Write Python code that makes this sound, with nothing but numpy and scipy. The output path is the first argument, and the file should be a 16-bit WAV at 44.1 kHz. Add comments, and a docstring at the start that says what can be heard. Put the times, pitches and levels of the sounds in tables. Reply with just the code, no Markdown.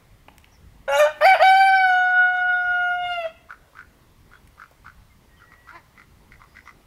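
"""Rooster in a farmyard

A rooster crows once, close by: two hoarse short notes, then a long held one that sags, all from a
buzzing membrane shaped by windpipe and beak. Ducks further off answer with short, soft, rattling
quacks. Grit clicks underfoot, small birds whistle far away, and the yard walls give a faint echo
over a low outdoor rumble."""
import sys
import numpy as np
from scipy import signal
from scipy.fft import rfft, irfft, next_fast_len
from scipy.io import wavfile
from scipy.ndimage import uniform_filter1d, minimum_filter1d

SR = 44100
rng = np.random.default_rng(int(sys.argv[2]) if len(sys.argv) > 2 else 0)


def transcribe(signal):
    """Save signal, clipped to [-1, 1], as a 16-bit WAV file at the path in sys.argv[1]."""
    frames = np.atleast_2d(signal).T
    limited = np.clip(frames, -1, 1)
    pcm = np.round(limited * 32767).astype(np.int16)
    wavfile.write(sys.argv[1], SR, pcm)


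N = 302526
TIME = np.arange(N) / SR

# tone of still outdoor air: frequency_hz, relative_db
AIR_SPECTRUM = [(12, -31), (20, -14), (54, -1.5), (87, -8), (175, -13), (280, -17), (630, -22.5),
                (1070, -22), (1500, -28), (2030, -24), (2300, -29), (3700, -32), (7500, -37.5),
                (15500, -38.5)]
# fader moves on the bed, which swells and then sinks under the crow: time_s, hiss_db, rumble_db
AIR_FADERS = [(.85, -2, 1.95), (1.3, 5, 0), (2.0, -5.5, -5.5), (3.1, -3.5, -2), (3.6, -2, -2.4),
              (6.86, -1.5, 0.9)]
# reverb time of the yard: frequency_hz, t60_s
YARD_DECAY = [(250, .58), (700, .9), (2000, 0.65), (5000, 0.31), (12000, .22)]
# early reflections off the nearest walls: delay_s, gain
WALL_ECHOES = [(.0071, 0.35), (.019, -0.31), (.034, .3), (.052, 0.27)]
# far birds: start_s, length_s, first_hz, last_hz, level_db
BIRD_WHISTLES = [(.51, 0.061, 5780, 5250, -64.5), (4.331, 0.054, 3310, 3400, -67),
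                 (5.096, 0.042, 2150, 2080, -64), (5.279, 0.26, 1867, 1947, -63.5),
                 (5.365, 0.044, 3207, 2900, -66), (5.446, 0.267, 1906, 1945, -60.5),
                 (6.446, 0.239, 4860, 5190, -74.5), (6.637, .08, 5920, 5600, -70)]
# grit and twigs underfoot: start_s, level_db, ring_hz, decay_s, snap_db
GRIT_CLICKS = [(.284, -34, 870, 0.0033, -25.5), (.283, -44, 2640, 0.0049, -28.5),
               (0.382, -35.5, 2370, 0.00089, -2.5), (.444, -32, 2220, 0.0011, -24),
               (2.123, -52.5, 2195, 0.0053, -9), (4.474, -53, 2400, 0.0035, 1.5),
               (4.711, -53.5, 600, 0.0105, -5)]
# the run of quacks: peak_s, swell_s, level_db, throat_hz, upper_resonance_db
DUCK_QUACKS = [(2.104, 0.0232, -48.5, 1367, -3.5), (2.37, 0.036, -46, 1406, -8.5),
               (2.646, 0.02, -48, 1349, -13.5), (3.05, 0.023, -54, 1035, 0), (3.26, 0.031, -42.5, 1330, -3),
               (3.506, 0.012, -37, 1390, -24), (3.79, 0.037, -41, 1458, -16),
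               (4.335, 0.023, -48.5, 1420, -12), (4.618, 0.035, -42, 1390, -14),
               (4.864, 0.015, -41.5, 1380, -13), (5.419, 0.03, -51.5, 1400, -10.5),
               (5.519, 0.0114, -51, 1231, 2), (5.691, 0.017, -42, 1380, -10), (5.997, 0.0312, -48, 1383, 3),
               (6.32, 0.00887, -48, 1516, 5.5), (6.417, 0.02, -48, 1154, -8.5),
               (6.568, 0.016, -44.5, 1577, 5), (6.675, 0.016, -43, 1250, -2.5)]
# one duck's voiced honk: time_s, pitch_hz, level_db
HONK_CURVE = [(5.715, 309, -53), (5.736, 336, -49), (5.757, 340.3, -40), (5.775, 342, -43),
              (5.789, 297, -52), (5.806, 295, -57)]
# throat resonances of the honk: centre_hz, width_hz, gain_db
HONK_FORMANTS = [(349, 170, -10), (950, 440, 0.5), (1840, 470, -1.5), (3900, 1000, -21)]

# each crow note starts low and hoarse, scoops upward, then breaks into its held voice:
# start_s, first_hz, break_hz, first_db, break_db, beating (0-1), sizzle_db
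CROW_NOTES = [(.876, 549.6, 582.3, -22, -17.5, 0.5, 18.5), (1.205, 577, 665, -22, -7, 0, 0),
              (1.39, 585.6, 668, -23, -6.5, 0, -5.5)]
# held voice, one curve a note from break to release: time_s, pitch_hz, effort_db, roughness (0-1)
CROW_HOLDS = [
    [(.995, 612.7, -13, 0.18), (1.04, 586.5, -13.5, 0.14), (1.064, 606.7, -16.5, 0.46)],
    [(1.256, 768, -11.5, 0.21), (1.305, 764.6, -12, 0.13), (1.338, 761.7, -13.5, 0.15),
     (1.352, 652, -18, 0.94)],
    [(1.428, 761, -12.5, 0.13), (1.49, 762, -12, 0.06), (1.68, 776.6, -15, .05), (1.79, 762.7, -18, 0.02),
     (1.93, 733.2, -19, 0.05), (2.02, 733.7, -22, .015), (2.12, 730.4, -26, 0.02),
     (2.38, 728.7, -25.5, 0.02), (2.68, 720, -31, 0.02), (2.88, 714.5, -27.5, 0.02),
     (3.03, 714.1, -27, 0.04), (3.12, 708, -31, .04), (3.18, 690.2, -29.5, 0.02), (3.26, 648, -27.5, 0.14)],
]
# tone of windpipe and beak: frequency_hz, relaxed_db, strained_db
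CROW_THROAT = [(484, -20, -18), (578.5, 3, -7), (788.4, -3.5, 1.5), (1160, -10.5, -13), (1477, 12.5, -6.5),
               (1670, -10.5, -4), (2220, -16, -13.5), (2800, -17.5, -21.5), (3505, -36.5, -33),
               (3720, -20.5, -37.5), (4360, -58.5, -40.5), (4710, -39, -25.5), (5050, -42, -37.5),
               (6200, -33.5, -55.5), (6700, -34.5, -44), (7400, -46, -56.5), (9700, -50, -42.5),
               (12830, -52, -48.5), (14000, -57, -56.5), (15500, -62.5, -58.5)]
# how hard the neck is stretched: time_s, strain (0-1)
NECK_STRAIN = [(1.12, 0.34), (1.2, 0.9), (1.82, 1), (1.97, 0.54)]
# how tightly the throat closes as the air runs out: time_s, pinch (0-1)
THROAT_PINCH = [(2.6, 0.33), (2.85, 0.64), (2.96, 0.37), (3.12, 1), (3.22, 0.71), (3.3, 0.1)]
# the second harmonic rings out and wavers in the long note: time_s, lift_db
SECOND_HARMONIC_LIFT = [(1.68, 0), (1.75, 4), (2.13, 10), (2.21, 18), (2.36, 7.5), (2.5, 15), (2.63, 8.5),
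                        (2.72, 12.5), (2.93, 7.5), (3.04, -9.5), (3.11, 5.5), (3.26, -14)]
# crossovers around the fundamental and the five overtone registers: edge_hz
BAND_EDGES = [450, 1000, 1900, 2550, 4200, 5700, 16000]
# one row each for second harmonic, third harmonic, beak range, rasp and sizzle:
# full_effort_db, db_per_effort_db, strain_db, pinch_db, sizzle_share
OVERTONE_REGISTERS = [(-22, 0.59, 0.5, -1, 0.055), (-41, 1.06, 13.5, 13.5, 0.25),
                      (-41, 0.68, 4.05, 17, 0.34), (-60, 1.2, 25.2, 11, .35), (-51, 1.2, 7.5, 16, 1)]
# the beak points away, so much of the treble arrives by way of the walls: frequency_hz, send_db
CROW_SEND = [(600, -25.5), (1500, -16.5), (2500, -10.5), (5000, -1.5), (12000, -10.5)]

ATTACK_S, BREAK_S, RELEASE_S, RELEASE_DB_PER_S = 0.0098, 0.012, 0.066, 394.5
SCOOP_ROUGH, ONSET_ROUGH, ONSET_S, BREAK_ROUGH = 0.18, 0.65, 0.015, 0.16
THROB_DB, THROB_HZ, THROB_S = 4, 14, 0.17  # the level throbs as the long note gives out
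DRIFT_DB, DRIFT_HZ, TREMBLE_DB, TREMBLE_HZ = 2, 8.9, 2.5, 23.8  # overtones drift; strain shakes them


def gain_of(db):
    """Decibels to amplitude."""
    return 10 ** (np.asarray(db) / 20)


def unit_rms(x):
    """Scales to an rms of one."""
    return x / np.sqrt(np.mean(x ** 2) + 1e-20)


def at_hz(points, hz):
    """Looks up a spectrum table on a log-frequency axis."""
    f, value = np.transpose(points)
    return np.interp(np.log(hz + 1), np.log(f + 1), value)


def follow(rows, t):
    """Every column of a curve table at the times t."""
    times, *columns = np.transpose(rows)
    return [np.interp(t, times, column) for column in columns]


def add(mix, start_s, sound):
    """Drops a sound into the mix."""
    part = mix[max(round(start_s * SR), 0):][:len(sound)]
    part += sound[:len(part)]


def eq(x, gain):
    """Filters by a gain that is a function of frequency."""
    size = next_fast_len(len(x) + 2048)
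    hz = np.fft.rfftfreq(size, 1 / SR) + 1e-3
    return irfft(rfft(x, size) * gain(hz), size)[:len(x)]


def wander(size, hz, step=16):
    """Random motion up to a given rate, rms one."""
    coarse = eq(rng.standard_normal(size // step + 2), lambda f: 1 / (1 + (f / step / hz) ** 4))
    return unit_rms(np.interp(np.arange(size) / step, np.arange(len(coarse)), coarse))


def resonate(x, hz, width_hz):
    """Two like resonators in series, with gain one at a centre that may move."""
    turn = np.exp(2j * np.pi * np.cumsum(hz * np.ones(len(x))) / SR)
    pole = np.exp(-np.pi * width_hz / SR)
    for _ in range(2):
        x = 2 * (turn * signal.lfilter([1 - pole], [1, -pole], x / turn)).real
    return x


def outdoor_air(level_db=-54, patchy_db=2.5, smooth_hz=2500, rumble_hz=220, swing_db=0.9, swing_hz=4):
    """The bed: low rumble that swells at random and far hiss, drifting in patches."""
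    frames, hz = N // 512 + 5, np.fft.rfftfreq(2048, 1 / SR)
    real, imaginary, patches = rng.standard_normal((3, frames, len(hz)))
    patches = unit_rms(uniform_filter1d(uniform_filter1d(patches, size=8, axis=0), size=16, axis=1))
    t = np.arange(frames)[:, None] * 512 / SR
    hiss_db, rumble_db = follow(AIR_FADERS, t)
    rumble_db += swing_db * np.interp(t, TIME, wander(N, swing_hz))
    low = 1 / (1 + (hz / rumble_hz) ** 4)
    fader_db = low * rumble_db + (1 - low) * hiss_db
    tone_db = at_hz(AIR_SPECTRUM, hz) + patchy_db * patches / (1 + hz / smooth_hz)
    spectra = (real + 1j * imaginary) * gain_of(tone_db + fader_db)
    bed = signal.istft(spectra.T, nperseg=2048, noverlap=1536)[1][:N]
    return gain_of(level_db) * unit_rms(bed)


def yard_reverb(send):
    """Scattered echoes from walls and woodpile; the treble dies first."""
    taps = np.zeros(SR)
    slots = np.arange(500, SR - 20, 20)
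    taps[slots + rng.integers(0, 20, len(slots))] = rng.choice([-1., 1.], len(slots))
    hz, t, spectra = signal.stft(taps, SR, nperseg=256)
    decay = gain_of(-60 * t / at_hz(YARD_DECAY, hz)[:, None])
    tail = signal.istft(spectra * decay, SR, nperseg=256)[1]
    tail /= np.sqrt(np.mean(abs(rfft(tail[:SR])[500:3000]) ** 2))  # unity gain in the mids
    for delay_s, gain in WALL_ECHOES:
        add(tail, delay_s, np.array([gain]))
    return signal.fftconvolve(send, tail)[:N]


def birds():
    """Thin, gliding whistles; the higher ones waver more."""
    out = np.zeros(N)
    for start_s, length_s, first_hz, last_hz, level_db in BIRD_WHISTLES:
        size = round(length_s * SR)
        waver = 0.0062 * (first_hz / 2020) ** 1.8
        hz = np.linspace(first_hz, last_hz, size) * (1 + waver * wander(size, 200))
        whistle = np.sin(2 * np.pi * np.cumsum(hz) / SR) * signal.windows.tukey(size, 0.5)
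        add(out, start_s, gain_of(level_db) * unit_rms(whistle))
    return out


def grit():
    """Tiny crunches: a burst that dies in milliseconds, with a dull ring and a bright snap."""
    out, t = np.zeros(N), TIME[:2048]
    for start_s, level_db, ring_hz, decay_s, snap_db in GRIT_CLICKS:
        burst = rng.standard_normal(len(t))
        ring = unit_rms(resonate(burst, ring_hz, width_hz=830))
        click = (ring + gain_of(snap_db) * burst) * np.exp(-t / decay_s)
        add(out, start_s, gain_of(level_db) * click)
    return out


def quack(t, swell_s, throat_hz, upper_db, fade_s=0.037, puff_s=0.01, breath=0.3, rasp_db=-14.5):
    """Slow slaps of the syrinx, each with a puff of air, ring the duck's throat as the bill opens."""
    slap_hz = 54 * (1 + 0.065 * rng.standard_normal())
    cycles = t * slap_hz
    slaps = np.diff(np.floor(cycles), prepend=np.floor(cycles[0]))
    airflow = breath + np.exp(-(cycles % 1) / slap_hz / puff_s)
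    puffs = unit_rms(airflow * rng.standard_normal(len(t)))
    envelope = np.exp(-abs(t / np.where(t < 0, swell_s, fade_s)) ** 2.2)
    drive = (0.95 * unit_rms(slaps) + puffs) * envelope
    bill_closed = np.clip(-t / swell_s - 0.5, 0, 1)
    body = resonate(drive, throat_hz * (1 - 0.33 * bill_closed), width_hz=380)
    upper = resonate(drive, hz=1980, width_hz=330)
    rasp = eq(puffs * envelope, lambda f: 1 / (1 + (2500 / f) ** 4) / (1 + (f / 4700) ** 4))
    sound = body + gain_of(upper_db) * upper + gain_of(rasp_db + upper_db / 2) * rasp
    return sound * np.sqrt(np.sum(envelope ** 2) / np.sum(sound ** 2))


def honk(t):
    """A breathy buzz through the duck's nasal formants."""
    hz, level_db = follow(HONK_CURVE, t)
    cycles = np.cumsum(hz * (1 + 0.022 * wander(len(t), 150))) / SR
    buzz = unit_rms(sum(np.cos(2 * np.pi * k * cycles) for k in range(1, 20)))
    drive = buzz + 0.84 * rng.standard_normal(len(t))
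    voice = sum(gain_of(db) * resonate(drive, centre, width) for centre, width, db in HONK_FORMANTS)
    return gain_of(level_db) * unit_rms(voice)


def ducks():
    """The run of quacks; one of them opens into a honk."""
    out = np.zeros(N)
    t = np.arange(-round(0.09 * SR), round(0.13 * SR)) / SR  # zero at the peak of a quack
    for peak_s, swell_s, level_db, throat_hz, upper_db in DUCK_QUACKS:
        add(out, peak_s + t[0], gain_of(level_db) * quack(t, swell_s, throat_hz, upper_db))
    honk_t = np.arange(HONK_CURVE[0][0], HONK_CURVE[-1][0], 1 / SR)
    add(out, honk_t[0], honk(honk_t))
    return out


def crow_gesture(note, hold, t):
    """Pitch, effort, roughness and beating of one note: scoop, break, hold, release."""
    start_s, first_hz, break_hz, first_db, break_db, scoop_beating, _ = note
    break_at, release_at = hold[0][0], hold[-1][0]
    scoop = np.clip((t - start_s) / (break_at - start_s), 0, 1) ** 1.4  # gathers speed
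    scoop_hz = first_hz + (break_hz - first_hz) * scoop
    scoop_db = first_db + (break_db - first_db) * scoop
    crossfade = np.clip((t - break_at) / BREAK_S + 0.5, 0, 1)
    hz, effort_db, rough = [(1 - crossfade) * low + crossfade * held
                            for low, held in zip([scoop_hz, scoop_db, SCOOP_ROUGH], follow(hold, t))]
    rough += ONSET_ROUGH * np.exp(-((t - start_s) / ONSET_S) ** 2)
    rough += BREAK_ROUGH * np.exp(-((t - break_at) / BREAK_S) ** 2)
    effort_db -= RELEASE_DB_PER_S * np.maximum(t - release_at, 0)
    # the membrane beats when slack (mid-scoop and release) and when rough
    slack = np.sin(np.pi * scoop) + np.clip((t - release_at) / BREAK_S + 1, 0, 1) / 2
    beating = scoop_beating * slack + 0.28 * rough ** 1.6
    return hz, effort_db, rough, beating


def syrinx(hz, rough, beating, jitter=0.053, shimmer=0.43, flutter=2.1, fray=0.24, hiss_db=-5):
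    """A buzzing membrane: roughness shakes pitch and strength and lets air through."""
    size = len(hz)
    cycles = np.cumsum(hz * (1 + jitter * rough * wander(size, hz=300))) / SR
    flutter_depth = flutter * np.sqrt(np.clip(rough, 0, 0.2))
    buzz = np.zeros(size)
    for k in range(1, 27):
        # each overtone flutters in level and frays in phase on its own, the high ones most
        swell = np.exp(flutter_depth * (1 - k ** -0.7) * wander(size, hz=35))
        sway_db = 3 * wander(size, hz=9) if k > 4 else 0
        slip = fray * k * np.clip(rough, 0, 1) * wander(size, hz=160)
        buzz += swell * gain_of(sway_db) * np.cos(2 * np.pi * k * cycles + np.pi * k * k / 10 + slip)
    buzz *= 1 + 2 * beating * np.cos(np.pi * cycles)  # every second cycle hits harder
    buzz *= 1 + shimmer * rough * wander(size, hz=300)
    breath = rng.standard_normal(size) * (1 + np.cos(2 * np.pi * cycles) / 2)
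    breath = eq(breath, lambda f: np.sqrt(f / 1800 * (1 + (f / 9000) ** 2)))
    return unit_rms(buzz) + gain_of(hiss_db) * rough * breath


def windpipe_and_beak(buzz, strain):
    """Strain morphs the throat from its relaxed tone to its strained one."""
    throat = np.array(CROW_THROAT)
    relaxed = eq(buzz, lambda f: gain_of(at_hz(throat[:, [0, 1]], f)))
    strained = eq(buzz, lambda f: gain_of(at_hz(throat[:, [0, 2]], f)))
    return (1 - strain) * relaxed + strain * strained


def register_levels(t, effort_db, strain, sizzle_db, full_effort_db=-11):
    """Faders in dB for fundamental and overtones: effort lifts them all, strain and pinch brighten."""
    left_s = CROW_HOLDS[-1][-1][0] - t
    throb_db = THROB_DB * np.cos(2 * np.pi * THROB_HZ * left_s) / (1 + (abs(left_s) / THROB_S) ** 8)
    lift_db = uniform_filter1d(follow(SECOND_HARMONIC_LIFT, t)[0], size=2200)
    pinch = follow(THROAT_PINCH, t)[0]
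    levels = [effort_db + throb_db]
    for k, (full_db, slope, strain_db, pinch_db, sizzle_share) in enumerate(OVERTONE_REGISTERS):
        slow_db = lift_db if k == 0 else DRIFT_DB * wander(len(t), DRIFT_HZ)
        tremble_db = TREMBLE_DB * strain ** 2 * wander(len(t), TREMBLE_HZ)
        squeeze = pinch ** 3 if k > 2 else pinch  # the top two open only under a tight pinch
        base_db = full_db + slope * (effort_db - full_effort_db)
        bright_db = strain * strain_db + squeeze * pinch_db + sizzle_share * sizzle_db
        levels.append(base_db + bright_db + slow_db + tremble_db)
    return levels


def ride_band(voice, low_hz, high_hz, level_db):
    """Splits off one register, flattens its level and rides it along a fader curve."""
    band = eq(voice, lambda f: 1 / (1 + (low_hz / f) ** 20) / (1 + (f / high_hz) ** 20))
    power = uniform_filter1d(uniform_filter1d(band ** 2, size=1300), size=1300)
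    return gain_of(level_db) * band / np.sqrt(abs(power) + 1e-12)


def rooster():
    """The crow: the syrinx buzzes through windpipe and beak, balanced register by register."""
    out = np.zeros(N)
    for note, hold in zip(CROW_NOTES, CROW_HOLDS):
        start_s, release_at = note[0], hold[-1][0]
        t = np.arange(start_s, release_at + RELEASE_S, 1 / SR)
        hz, effort_db, rough, beating = crow_gesture(note, hold, t)
        strain = follow(NECK_STRAIN, t)[0]
        quaver = 0.004 * strain ** 2 * wander(len(t), hz=30)
        voice = windpipe_and_beak(syrinx(hz * (1 + quaver), rough, beating), strain)
        progress = np.minimum((t - start_s) / (release_at - start_s), 1)
        sizzle_db = note[-1] * np.sin(np.pi * progress)  # boost or cut, greatest in mid-note
        levels = register_levels(t, effort_db, strain, sizzle_db)
        sound = sum(ride_band(voice, *band) for band in zip(BAND_EDGES, BAND_EDGES[1:], levels))
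        fades = signal.windows.tukey(len(t), min(2 * ATTACK_S * SR / len(t), 1))
        add(out, start_s, sound * fades)
    return out


def scene():
    """Crow, ducks, birds and grit, each direct and again off the yard walls, over the bed of air."""
    crow, flock, whistles, clicks = rooster(), ducks(), birds(), grit()
    crow_send = eq(crow, lambda f: gain_of(at_hz(CROW_SEND, f)))
    crow_direct = eq(crow, lambda f: 1 / np.sqrt(1 + gain_of(at_hz(CROW_SEND, f)) ** 2))
    send = crow_send + gain_of(-18.5) * flock + gain_of(-8.5) * whistles + gain_of(-9.5) * clicks
    return (crow_direct + flock + whistles + clicks + yard_reverb(send) + outdoor_air())[None]


def record(dry, ceiling=0.64, cutoff_hz=15750):
    """A fast limiter holds down the loudest cycles of the crow; a steep low-pass trims the top."""
    safe_gain = np.minimum(ceiling / (abs(dry[0]) + 1e-9), 1)
    limited = dry * uniform_filter1d(minimum_filter1d(safe_gain, size=90), size=90)
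    lowpass = signal.firwin(511, cutoff_hz, window=("kaiser", 9), fs=SR)
    return signal.oaconvolve(limited, lowpass[None], "same")


dry = scene()
out = record(dry)
transcribe(out)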